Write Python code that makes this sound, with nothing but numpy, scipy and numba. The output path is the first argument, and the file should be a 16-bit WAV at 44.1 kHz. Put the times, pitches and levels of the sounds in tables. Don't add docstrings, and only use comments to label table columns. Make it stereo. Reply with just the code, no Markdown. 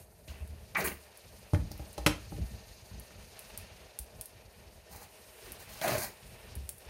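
import sys
import numpy as np
from scipy import signal
from scipy.fft import rfft, irfft, next_fast_len
from scipy.io import wavfile
from numba import njit

SR = 44100
rng = np.random.default_rng(int(sys.argv[2]) if len(sys.argv) > 2 else 0)


def transcribe(signal):
    frames = np.atleast_2d(signal).T
    limited = np.clip(frames, -1, 1)
    pcm = np.round(limited * 32767).astype(np.int16)
    wavfile.write(sys.argv[1], SR, pcm)


N = 303849
PORT_LAG = 20
# (time [s], strength [dB], pitch [Hz], t60 [s])
FLOOR_LOADS = [(0.283, -35, 72.5, 0.3), (0.405, -32.5, 72, 0.27), (0.489, -37, 76.5, 0.42),
               (0.825, -40, 71.8, 0.68), (1.531, -14.5, 89.7, 0.18), (1.572, -25, 110, 0.19),
               (1.797, -27.5, 64.5, 0.15), (1.978, -33, 60.4, 0.59), (2.061, -20.5, 105, 0.096),
               (2.328, -36, 56.6, 1), (2.392, -28.5, 60.2, 0.39), (2.913, -35.5, 69.4, 0.062),
               (3.995, -33.5, 60.4, 0.17), (4.911, -43.5, 93, 0.12), (5.91, -32, 124, 0.28),
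               (6.561, -36, 66.4, 0.49), (6.862, -40, 61.4, 0.65)]


def from_db(db):
    return 10 ** (np.asarray(db) / 20)


def rms_one(x):
    return x / np.sqrt(np.mean(x ** 2) + 1e-20)


def butter(x, order, hz, kind):
    return signal.sosfilt(signal.butter(order, hz, kind, fs=SR, output="sos"), x)


def band(x, low_hz, high_hz):
    return rms_one(butter(x, 3, [low_hz, high_hz], "band"))


def in_time(rows):
    s, *columns = np.transpose(rows)
    return [np.interp(np.arange(N) / SR, s, c) for c in columns]


def at_hz(points, hz):
    points_hz, values = np.transpose(points)
    return np.interp(np.log(hz), np.log(points_hz), values)


def drift(rate_hz):
    r = np.exp(-80 * np.pi * rate_hz / SR)
    slow = signal.lfilter([1], [1, -2 * r, r * r], rng.standard_normal(N // 40 + 2002))[2000:]
    return np.interp(np.arange(N) / 40, np.arange(len(slow)), rms_one(slow))


def coloured(x, spectrum, low_hz, high_hz, peaks):
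    size = next_fast_len(N)
    hz = np.arange(1, size // 2 + 2) * SR / size
    edges = 1 / np.sqrt((1 + (low_hz / hz) ** 8) * (1 + (hz / high_hz) ** 8))
    lift_db = sum(db / (1 + (2 * (hz - centre) / width) ** 2) for centre, width, db in peaks)
    gain = from_db(at_hz(spectrum, hz) + lift_db) * edges
    return rms_one(irfft(rfft(x, size) * gain, size)[..., :N])


def grains(per_s, spread_db):
    sizes = from_db(spread_db * np.minimum(rng.exponential(1, N), 5)) * rng.choice([-1, 1], N)
    return sizes * (rng.random(N) < per_s / SR)


def placed(x, side_db, lag=0):
    left, right = np.broadcast_to(x, (2, x.shape[-1]))
    return np.array([np.roll(left, max(lag, 0)) * from_db(side_db / 2),
                     np.roll(right, max(-lag, 0)) * from_db(-side_db / 2)])


def add(out, s, sound):
    at = round(s * SR)
    out[:, at:at + sound.shape[1]] += sound[:, :N - at]


def alike_below(x, hz):
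    side = butter((x[0] - x[1]) / 2, 1, hz, "high")
    return x.mean(axis=0) + side * [[1], [-1]]


@njit
def moving_resonance(x, hz, width, sr):
    out = np.zeros(len(x))
    for i in range(2, len(x)):
        r = np.exp(-np.pi * width * hz[i] / sr)
        push = np.sqrt(1 - r * r) * (x[i] - x[i - 2])
        out[i] = push + 2 * r * np.cos(2 * np.pi * hz[i] / sr) * out[i - 1] - r * r * out[i - 2]
    return out


def rustle_and_fizz():
    # (time [s], rustle [dB], top band's lift [dB], left over right [dB])
    moves = [(0.0, -67.5, 7, -2), (0.08, -77.5, 2, 5), (0.27, -73, 4, -0.5), (0.45, -69, -0.5, 6),
             (0.98, -64.5, 1, 4.5), (1.5, -64, 1, 5), (2.1, -60.5, 2, 2), (2.75, -64.5, 0, 6),
             (3.27, -62.5, 0.5, 1.5), (3.45, -55.5, 2, -0.5), (3.6, -59.5, -1, 3.5),
             (3.8, -61.5, -4.5, 3.5), (4.1, -66.5, 0, 4.5), (4.8, -66, -0.5, 3.5), (5.33, -62, 1.5, 0),
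             (5.45, -57.5, 2, -1.5), (5.93, -56, 5, -0.5), (6.1, -61.5, 6.5, -1), (6.54, -58.5, -4, -1.5),
             (6.75, -71, 5, 3), (6.89, -56.5, -4, -3.5)]
    # (from [Hz], to [Hz], level [dB], rustle followed [share], flicker [dB], rate [Hz])
    registers = [(10, 175, -59.5, 0.58, 8.5, 5.3), (149, 1780, -57.5, 0.25, 3, 27),
                 (954, 3870, -60, 0.98, 2.5, 17), (3200, 6240, -63.5, 0.96, 4.5, 22),
                 (6660, 53000, -62, 0.47, 3.5, 8.4)]
    # (frequency [Hz], density [dB])
    spectrum = [(21, -39), (35, -5), (65, -5.5), (114, -9.5), (144, -16.5), (212, -9.5), (329, -20.5),
                (437, -2.5), (832, -4.5), (1190, -14), (1800, -15.5), (8020, -16), (11500, -13.5),
                (15300, -16.5), (16500, -81)]
    # (centre [Hz], width [Hz], lift [dB])
    resonances = [(345.5, 110, 11.5), (629, 67, 7.5), (1820, 19, 9), (2590, 890, 5), (3340, 170, -2),
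                  (5300, 420, 2), (6400, 380, -1), (8540, 2600, 7)]
    # (frequency [Hz], power [share])
    direct_shares = [(90, 1), (400, 0.85), (2500, 0.0044), (11000, 0.0086)]
    share_hz, share = np.transpose(direct_shares)
    share = np.clip(share, .01, .99)
    direct_over_diffuse = np.column_stack([share_hz, 10 * np.log10(share / (1 - share))])
    rustle_db, treble_db, side_db = in_time(moves)
    left_share = np.clip(.5 + side_db / 7.4, 0, 1)
    fizz = rms_one(grains(per_s=2600, spread_db=1.8))
    out = 0
    for low, high, level_db, follows, flicker_db, rate_hz in registers:
        level_db = level_db + follows * (rustle_db - rustle_db.mean()) + treble_db * (low > 4000)
        if low < 50:
            level_db = floor_rumble_db(level_db)
        left, right, *diffuse = rng.standard_normal((4, N))
        from_left = np.sqrt(left_share) * placed(left + 0.09 * fizz * (low > 700), 0, -PORT_LAG)
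        from_right = np.sqrt(1 - left_share) * placed(right, 0, PORT_LAG)
        direct_gain = from_db(at_hz(direct_over_diffuse, np.sqrt(max(low, 60) * high))) ** .5
        arriving = direct_gain * (from_left + from_right) + np.array(diffuse)
        noise = coloured(arriving, spectrum, low, high, resonances)
        gain = from_db(level_db + flicker_db * np.tanh(drift(rate_hz)))
        lean_db = side_db * np.clip(low / 1000, .25, 1)
        out = out + placed(gain * noise, lean_db)
    return out


def fan(turns_per_s=23, crest_s=2.9, throb_depth=0.43, motor_hz=1280):
    # (time [s], level [dB])
    hiss_curve = [(0, -74), (2.2, -61), (2.9, -61), (3.4, -63.5), (6.89, -79)]
    # (harmonic [number], level [dB])
    harmonics = [(8, -72), (9, -73.5)]
    t = np.arange(N) / SR
    throb = 1 + throb_depth * np.cos(2 * np.pi * turns_per_s * (t - crest_s) + .5 * drift(4.0))
    air = butter(rng.standard_normal(N), 2, [3800, 6800], "band")
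    hiss = from_db(in_time(hiss_curve)[0]) * rms_one(throb * air)
    whine = sum(from_db(db + 0.86 * drift(1.4)) * np.sin(2 * np.pi * k * motor_hz * t + k * k)
                for k, db in harmonics)
    return placed(hiss, 7.2, -PORT_LAG) + placed(whine, 4.5, -PORT_LAG)


def drags(sag_db_per_s=12.5, release_db_per_s=429, sink_octaves_per_s=15.6, rub_lag_s=.022):
    # (time [s], rise [s], hold [s], body level [dB], body from [Hz], to [Hz],
    # squeak, rasp and hiss against the body [dB], left over right [dB])
    strokes = [(0.275, 0.0057, 0.019, -48, 2740, 2820, -13, -7.5, -11, 12.5),
               (0.32, 0.0072, 0.082, -52.5, 2650, 2660, -12, -18, -29, 1),
               (0.754, 0.0017, 0.0066, -33, 1270, 1100, 9, -23, -33, 5.5),
               (0.764, 0.0054, 0.048, -32, 1020, 490, -16, -19, -9, 0),
               (0.804, 0.0025, 0.0074, -42.5, 700, 614, -18, -5.5, -18, -21),
               (0.838, 0.013, 0.015, -36.5, 325, 426, 0.5, -8, 5, 9),
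               (0.873, 0.0011, 0.0073, -35.5, 2200, 2900, -13.5, -8, -4.5, -4),
               (.895, 0.028, 0.011, -64, 500, 400, -15, -10, 13, 0),
               (4.904, 0.01, 0.12, -52, 800, 860, -9, -4.5, -1, -3),
               (5.41, 0.015, 0.06, -49.5, 480, 400, -12, -17, -11, 0),
               (5.585, 0.021, 0.015, -57, 900, 830, -3, 3.5, 6.5, -5),
               (5.685, 0.014, 0.14, -58.5, 726, 1100, -2, 3.5, 7, -4),
               (5.8137, 0.0011, 0.024, -34.5, 585, 726, -5, -11, -8.5, -1),
               (5.833, 0.016, 0.02, -27.5, 685, 650, -23, -19, -14, -2),
               (5.876, 0.0018, 0.082, -31.5, 700, 565, -10, -7.5, -6, -2),
               (5.967, 0.051, 0.033, -42.5, 610, 740, 0, 1.5, 5.5, -2)]
    squeaks_hz = [1150, 1600, 1900, 2300]
    out, t = np.zeros((2, N)), np.arange(SR // 2) / SR
    slips = rms_one(grains(per_s=3000, spread_db=2.0) * from_db(3.5 * drift(70)))
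    own_slips = np.array([np.roll(slips, N // 3), np.roll(slips, -N // 3)])
    slips = rms_one(slips + 0.98 * own_slips)
    low_rub = band(signal.lfilter([1], [1, -.8], slips), 130, 2880)
    dust = rms_one(grains(per_s=3700, spread_db=3.0)) + rng.standard_normal((2, N))
    dust *= from_db(1.8 * drift(36))
    rasp, hiss = band(dust, 3900, 7500), band(dust, 8200, 19500)
    resonators = [signal.iirpeak(hz, hz / 130, fs=SR) for hz in squeaks_hz]
    squeak = band(sum(signal.lfilter(b, a, slips[:, ::-1]) for b, a in resonators), 810, 2340)
    late = np.exp(-1 / (rub_lag_s * SR))
    for s, rise, hold, body_db, from_hz, to_hz, squeak_db, rasp_db, hiss_db, side_db in strokes:
        during = round(s * SR) + np.arange(len(t))
        held_s, released_s = np.clip(t - rise, 0, hold), np.clip(t - rise - hold, 0, 1)
        fall_db = sag_db_per_s * held_s + release_db_per_s * released_s
        press = np.clip(t / rise, 0, 1) * from_db(body_db - fall_db)
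        hz = from_hz * (to_hz / from_hz) ** np.clip(t / (rise + hold), 0, 1)
        hz /= 2 ** (sink_octaves_per_s * np.minimum(released_s, .1))
        narrow = [moving_resonance(port[during], hz, 0.24, SR) for port in slips]
        body = rms_one(np.array([moving_resonance(port, hz, 0.8, SR) for port in narrow]))
        rub = 0.58 * signal.lfilter([1 - late], [1, -late], press) * low_rub[:, during]
        scrape = (from_db(squeak_db) * squeak[:, during] + from_db(rasp_db) * rasp[:, during]
                  + from_db(hiss_db) * hiss[:, during])
        lag = PORT_LAG if side_db < 0 else -PORT_LAG
        add(out, s, placed(press * (body + scrape) + rub, side_db, lag))
    return out


def knocks(contact_s=0.00062, rattle_t60_s=0.056):
    # (time [s], body peak [dB], hardness [octaves above 400 Hz], crack peak [dB],
    # left over right [dB])
    contacts = [(0.278, -44, 0.44, -42, 3), (0.7485, -25.5, 4.05, -37.5, -2.5),
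                (1.534, -15.5, 0.86, -36, 5.5), (1.546, -27.5, 2.46, -33.5, -1),
                (1.711, -38.5, 1.33, -46, 8), (1.794, -36, 1.1, -46, -8), (1.979, -27.5, 1.46, -32, 6),
                (2.063, -6, 3.18, -10, 3), (2.067, -10.5, 2.7, -17, -1), (2.32, -33, 1.14, -61, 2),
                (2.379, -36.5, 0.27, -56, 4), (3.106, -39, 2.5, -58, 3), (5.8775, -21.5, 3, -46, 0),
                (5.8135, -25.5, 2.87, -29, -4.5)]
    # (frequency [Hz], level [dB], t60 [s])
    modes = [(162.8, -5, 0.0705), (303.7, -6.5, 0.13), (482.5, -13.5, 0.089), (576, -2, 0.039),
             (804, -14, 0.1), (841, -6.5, 0.046), (1380, 7, 0.012), (1630, -32, 0.05), (2110, 5.5, 0.011),
             (2700, -6, 0.022), (3136, 7.5, 0.018)]
    out, t = np.zeros((2, N)), np.arange(9000) / SR
    draws = rng.standard_normal((len(contacts), 2, len(modes) + len(t)))
    for (s, peak_db, hardness, crack_db, side_db), draw in zip(contacts, draws):
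        rattle = draw[:, len(modes):] * from_db(-60 * t / rattle_t60_s)
        body = from_db(9) * alike_below(rattle, 900)
        for k, (hz, level_db, t60) in enumerate(modes):
            port_phase = hz / 3000 * draw[:, k:k + 1]
            blur = 4e-5 * hz * np.cumsum(np.roll(draw[0], 700 * k))[:len(t)]
            swing = np.sin(2 * np.pi * hz * t + port_phase + blur)
            body += swing * from_db(level_db + 2 * draw[0, k] - 60 * t / t60)
        body = butter(body * np.clip(t / contact_s, 0, 1), 4, 400 * 2 ** hardness, "low")
        crack = butter(rattle, 2, [2500, 10000], "band")
        body *= from_db(peak_db) / np.abs(body).max()
        crack *= from_db(crack_db) / np.abs(crack).max()
        add(out, s, placed(body + crack, side_db))
    return out


def floor_booms(rise_s=0.005):
    out, t = np.zeros((2, N)), np.arange(22000) / SR
    rise = 1 - np.exp(-t / rise_s)
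    for s, strength_db, hz, t60 in FLOOR_LOADS:
        boom = np.sin(2 * np.pi * hz * t) * from_db(-60 * t / t60)
        overtone = 0.14 * np.sin(2 * np.pi * 1.665 * hz * t) * from_db(-60 * t / (0.33 * t60))
        add(out, s, placed(from_db(strength_db) * rise * (boom + overtone), side_db=2))
    return out


def floor_rumble_db(calm_db, wake_db=-14, t60_s=0.88):
    t = np.arange(N) / SR
    wake_power = sum((t > s) * from_db(2 * (db + wake_db - 60 * np.abs(t - s) / t60_s))
                     for s, db, _, _ in FLOOR_LOADS)
    return 10 * np.log10(from_db(2 * calm_db) + wake_power)


def oil_spits(wall_echo_s=.001, wall_loss_db=3):
    # (time [s], peak [dB], brightness [Hz], left over right [dB])
    bubbles = [(0.476, -37, 10200, 2), (1.1738, -34, 11200, 13), (1.717, -23.5, 5700, 6),
               (1.778, -35, 12500, 6.5), (1.93, -34.5, 9740, 17), (2.998, -27.5, 11100, -2),
               (3.3923, -25, 10900, -2), (3.5761, -18.5, 10800, -4), (3.9893, -15, 10400, -1),
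               (4.2119, -17, 10400, -1), (4.2576, -25, 11400, -3), (5.5204, -22, 11300, -4),
               (5.984, -17, 9700, -2), (6.554, -25, 10900, -1), (6.692, -14, 9900, 0.1),
               (6.783, -33, 11100, 5)]
    out, t = np.zeros((2, N)), np.arange(3000) / SR
    splash_decay = from_db(-6 - 60 * t / 0.026) + from_db(-27 - 60 * t / 0.056)
    splashes = rng.standard_normal((len(bubbles), 2, len(t)))
    click = 4
    for (s, peak_db, hz, side_db), noise in zip(bubbles, splashes):
        burst = noise * np.clip(t / 0.0028, 0, 1) * splash_decay
        burst[:, 0] = click
        for bounce in range(1, 5):
            at = round(bounce * wall_echo_s * SR * (1 + 0.032 * noise[0, bounce]))
            echo_db = -9 - wall_loss_db * bounce + 2 * noise[:, bounce]
            burst[:, at] += click * (-1) ** bounce * from_db(echo_db)
        bright = butter(burst, 3, [0.738 * hz, 1.29 * hz], "band")
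        spit = bright + from_db(-2) * butter(burst, 1, 7000, "high")
        add(out, s, placed(from_db(peak_db) * spit / np.abs(spit).max(), side_db))
    return out


def kitchen_echoes(x, t60_s=0.28, wall_cut_hz=7900, first_echo_s=0.0007):
    t = np.arange(SR // 2) / SR
    noise = rng.standard_normal((2, len(t))) * np.clip(t / first_echo_s - 1, 0, 1)
    dull = butter(noise, 1, wall_cut_hz, "low")
    echoes = dull * from_db(-60 * t / t60_s) + (noise - dull) * from_db(-60 * t / (0.64 * t60_s))
    wet = signal.fftconvolve(x.mean(axis=0, keepdims=True), rms_one(echoes) / np.sqrt(len(t)), axes=1)
    return alike_below(wet[:, :N], 750)


def scene():
    knocked, dragged, spits = knocks(), drags(), oil_spits()
    to_walls = knocked + from_db(-2.5) * dragged + from_db(0.5) * spits
    room = from_db(-4.5) * kitchen_echoes(to_walls)
    return knocked + dragged + spits + room + floor_booms() + rustle_and_fizz() + fan()


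def record(dry, port_dip_hz=7700, low_cut_hz=44, low_pass_hz=15800):
    notched = signal.lfilter(*signal.iirnotch(port_dip_hz, Q=5.0, fs=SR), dry)
    heard = butter((dry + notched) / 2, 4, low_cut_hz, "high")
    return signal.sosfilt(signal.ellip(12, .5, 70, low_pass_hz, fs=SR, output="sos"), heard)


dry = scene()
out = record(dry)
transcribe(out)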